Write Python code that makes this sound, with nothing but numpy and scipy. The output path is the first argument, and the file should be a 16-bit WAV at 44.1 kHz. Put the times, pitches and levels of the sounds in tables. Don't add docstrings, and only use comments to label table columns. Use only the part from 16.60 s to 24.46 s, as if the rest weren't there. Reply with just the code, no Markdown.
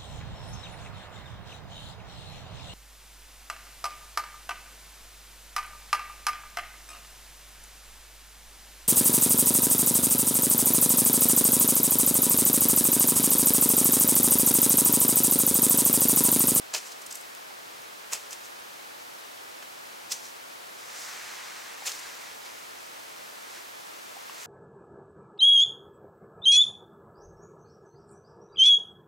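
import sys
import numpy as np
from scipy import signal
from scipy.fft import rfft, irfft
from scipy.io import wavfile
from scipy.ndimage import uniform_filter1d

SR = 44100
rng = np.random.default_rng(int(sys.argv[2]) if len(sys.argv) > 2 else 0)


def output_pcm(signal):
    pcm = np.clip(np.atleast_2d(signal).T, -1, 1) * 32767
    wavfile.write(sys.argv[1], SR, np.round(pcm).astype(np.int16))


def to_linear_factor(level_db):
    exponent = np.asarray(level_db, float) / 20
    return 10 ** exponent


N = 346626
T = np.arange(N) / SR

# pitch_hz, relative_density_db
COMMON_HISS = [(15, -55), (25, -26.5), (82, -12.5), (123, -12), (335, -4), (439, -2.5), (624, -1.5),
               (911, -1), (988, -1), (1230, -1), (1840, -2), (4490, -5), (16000, -13.5)]
# pitch_hz, relative_density_db
OPPOSED_HISS = [(15, -63), (25, -44), (123, -22.5), (309, -5.5), (384, -5), (416, -2), (754, 0), (840, 1),
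                (988, -1), (1230, -1), (1790, -4.5), (3430, -12.5), (16000, -28.5)]
COMMON_RMS_DB, OPPOSED_RMS_DB = -47, -45
# pitch_hz, width_of_one_pass_hz, relative_gain_db
CLOTH_MODES = [(1214, 980, 5.5), (1870, 1800, 10), (3180, 1100, -8)]
# time_s, effort_db
ARM_EFFORT = [(4.1, -61), (4.24, -54), (4.36, -46), (4.6, -44.5), (4.85, -45), (4.93, -47.5), (5.2, -48.5),
              (5.4, -46), (5.7, -51), (5.8, -60), (5.9, -52), (6.0, -58), (6.3, -57.5), (6.8, -61.5),
              (6.97, -49), (7.06, -63), (7.6, -59), (7.8, -51), (7.86, -51.5)]
# pitch_hz, relative_density_db
LITTER_SPECTRUM = [(280, -9), (450, 3.5), (900, 6), (1600, 2.5), (2600, 8), (3600, 0), (5500, 0.5),
                   (7500, -0.5), (10000, -8), (15000, -7)]
# start_s, fundamental_level_db, pitch_hz, decay_by_60_db_s, overtone_relative_db
TAP_EVENTS = [(.906, -39, 794, 0.039, -4), (5.222, -30, 800, 0.019, -9), (7.566, -35, 784, 0.037, -17),
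              (7.697, -24, 1070, 0.0082, -6)]
# peak_s, relative_level_db, favoured_pitch_hz, low_leaves_db, fall_time_s
LEAF_SWARMS = [(0.139, -19, 6350, -3.5, 0.0025), (0.1482, -18, 5400, -0.5, 0.0056),
               (0.163, -26, 7100, -1, 0.011), (.180, -33, 5500, -2, 0.0062), (0.271, -38, 6600, -13, 0.022),
               (0.321, -34, 5300, -12, 0.0061), (.419, -32.5, 7240, -17, .005),
               (.465, -29, 9500, -19, 0.0055), (0.512, -26.5, 6150, -10, 0.0045),
               (0.526, -23.5, 8500, -10, 0.0022), (0.547, -32, 10000, -22, 0.0025),
               (0.555, -22.5, 9000, -19, 0.0027), (.573, -37, 6000, -15, 0.0017),
               (0.612, -30, 10000, -14, 0.0008), (0.75, -29.5, 10000, -6, .002),
               (1.219, -32, 11000, -10, .002), (1.527, -21.5, 7500, -1.5, .010),
               (1.5334, -17, 7500, -5.5, 0.0024), (1.549, -31, 6500, 0, 0.011),
               (1.709, -26.5, 8000, -16, 0.0022), (1.724, -32.5, 6700, -7, 0.0095),
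               (1.7305, -25, 6000, -3, 0.0022), (1.85, -38, 6200, -15, 0.014),
               (3.027, -36, 5500, 7, 0.0033), (3.52, -17, 6000, -11, 0.01), (3.524, -22, 5800, -18, 0.0027),
               (3.55, -43, 4800, -16, 0.019), (3.655, -36, 5200, -16, .02), (4.42, -40.5, 6500, -17, 0.13),
               (5.258, -27, 9000, -3, .004), (5.270, -19.5, 7000, -4, 0.0087),
               (5.280, -28, 4300, -1, 0.004), (5.295, -31, 6500, 1, .006), (5.319, -25.5, 4900, -17, 0.003),
               (5.393, -39, 9000, -8, .003), (5.86, -41.5, 6300, 7, 0.0092), (7.82, -46, 8000, -17, 0.065)]

LEAF_HZ = 320 * 2 ** np.arange(0, 5.7, 1 / 4)
BODY_TOP_HZ = 3200
FAVOURED_DB, FAVOURED_OCTAVES = 9, 0.8
SNAP_DB = 9
SPRING_DB, SPRING_S = -14.5, 0.055
SETTLE_DB, SETTLE_S = -19, 0.11
RISE_SHARE, RISE_PITCH_POWER = 0.75, 1.0
BRUSH_HZ = 6000
STIR_DB, STIR_SHARE = -48, 0.64
TAP_OVERTONE = 2.66
TOP_HZ = 15850


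def level(x, db):
    return x * to_linear_factor(db) / np.sqrt(np.mean(x ** 2))


def band(x, hz, width_hz):
    b, a = signal.iirpeak(min(hz, 0.4 * SR), hz / width_hz, fs=SR)
    return signal.lfilter(b, a, x)


def resonate(x, modes):
    return level(sum(to_linear_factor(db) * band(band(x, hz, w), hz, w) for hz, w, db in modes), 0)


def grains(size, per_s, spread_db):
    draw = rng.random((size, 3))
    happens = draw[:, 0] < per_s / SR
    sign = np.sign(draw[:, 1] - 0.5)
    rank = np.minimum(-np.log(1 - draw[:, 2]), 4.5)
    return level(happens * sign * to_linear_factor(spread_db * rank), 0)


def walk(rate):
    hold = int(SR / rate)
    steps = np.repeat(rng.standard_normal(N // hold + 1), hold)
    return 1.15 * uniform_filter1d(uniform_filter1d(steps, hold), hold)[:N]


def favour(hz):
    return FAVOURED_DB * np.exp(-(np.log2(LEAF_HZ / hz) / FAVOURED_OCTAVES) ** 2)


def hiss(spectrum, db):
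    hz, gain_db = np.transpose(spectrum)
    f = np.maximum(np.fft.rfftfreq(N, 1 / SR), 1)
    colour = to_linear_factor(np.interp(np.log(f), np.log(hz), gain_db))
    return level(irfft(rfft(rng.standard_normal(N)) * colour, N), db)


def litter(per_s, spread_db, sharpness):
    hz, db = np.transpose(LITTER_SPECTRUM)
    density = to_linear_factor(np.interp(np.log(LEAF_HZ), np.log(hz), db))
    gain = density * np.sqrt(LEAF_HZ / 6000)
    peaks = (np.array(LEAF_SWARMS)[:, 0] * SR).astype(int)
    rows = []
    for f, g in zip(LEAF_HZ, gain):
        snaps = grains(N, per_s, spread_db)
        snaps[peaks] = to_linear_factor(SNAP_DB) * np.sign(rng.standard_normal(len(peaks)))
        ringing = band(band(snaps, f, f / sharpness), f, f / sharpness)
        rows.append(g * level(ringing, -23.5))
    return np.array(rows)


def brush(leaves):
    cloth = to_linear_factor(1.2 * walk(18)) * resonate(grains(N, 9000, 2.2), CLOTH_MODES)
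    small_gain = to_linear_factor(favour(BRUSH_HZ)) * (LEAF_HZ > BODY_TOP_HZ)
    small = to_linear_factor(1.1 * walk(22.29)) * level(small_gain @ leaves, 0)
    s, db = np.transpose(ARM_EFFORT)
    effort_db = np.interp(T, s, db)
    stir_db = STIR_DB + STIR_SHARE * (effort_db + 45)
    start = np.clip((T - s[0]) / 0.1, 0, 1)
    return start * (to_linear_factor(effort_db) * cloth + to_linear_factor(stir_db) * small)


def taps():
    out = np.zeros(N)
    for s, db, hz, ring, over_db in TAP_EVENTS:
        dt = np.maximum(T - s, 0)
        attack = 1 - np.exp(-dt / 0.00055)
        decay = np.exp(-np.log(1000) * dt / ring)
        fundamental = np.sin(2 * np.pi * hz * dt)
        overtone = to_linear_factor(over_db) * np.sin(2 * np.pi * TAP_OVERTONE * hz * dt)
        out += to_linear_factor(db) * attack * decay * (fundamental + overtone)
    return out


def crackles(leaves):
    out = np.zeros(N)
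    for peak, db, hz, body_db, fall in LEAF_SWARMS:
        window = slice(max(int((peak - 0.4) * SR), 0), int((peak + 0.8) * SR))
        dt = T[window] - peak
        before, since = np.minimum(dt, 0), np.maximum(dt, 0)
        colour_db = favour(hz) + body_db / (1 + (LEAF_HZ / BODY_TOP_HZ) ** 4)
        rise = RISE_SHARE * fall * (hz / 6000) ** -RISE_PITCH_POWER
        weight = np.sqrt(min(fall / SPRING_S, 1))
        spring = to_linear_factor(SPRING_DB) * np.exp(-since / SPRING_S)
        settle = to_linear_factor(SETTLE_DB) * np.exp(-since / SETTLE_S)
        after = np.exp(-since / max(fall, 5e-4)) + weight * (spring + settle)
        swell = np.where(dt < 0, np.exp(before / rise), after)
        out[window] += to_linear_factor(db) * swell * (to_linear_factor(colour_db) @ leaves[:, window])
    return out


def near():
    leaves = litter(per_s=3000, spread_db=2.2, sharpness=4.5)
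    return crackles(leaves) + brush(leaves)


def scene():
    mid = near() + taps()
    side = to_linear_factor(-11) * band(near(), 2500, 5400)
    return np.array([mid + side, mid - side])


def top_cut(x):
    return signal.sosfilt(signal.butter(12, 16430, fs=SR, output="sos"), x)


def record(dry):
    common = hiss(COMMON_HISS, COMMON_RMS_DB)
    opposed = hiss(OPPOSED_HISS, OPPOSED_RMS_DB)
    heard = dry + np.array([common + opposed, common - opposed])
    low_pass = signal.ellip(10, 0.2, 80, TOP_HZ, fs=SR, output="sos")
    cut = signal.sosfilt(low_pass, heard)
    return top_cut(cut)


dry = scene()
out = record(dry)
output_pcm(out)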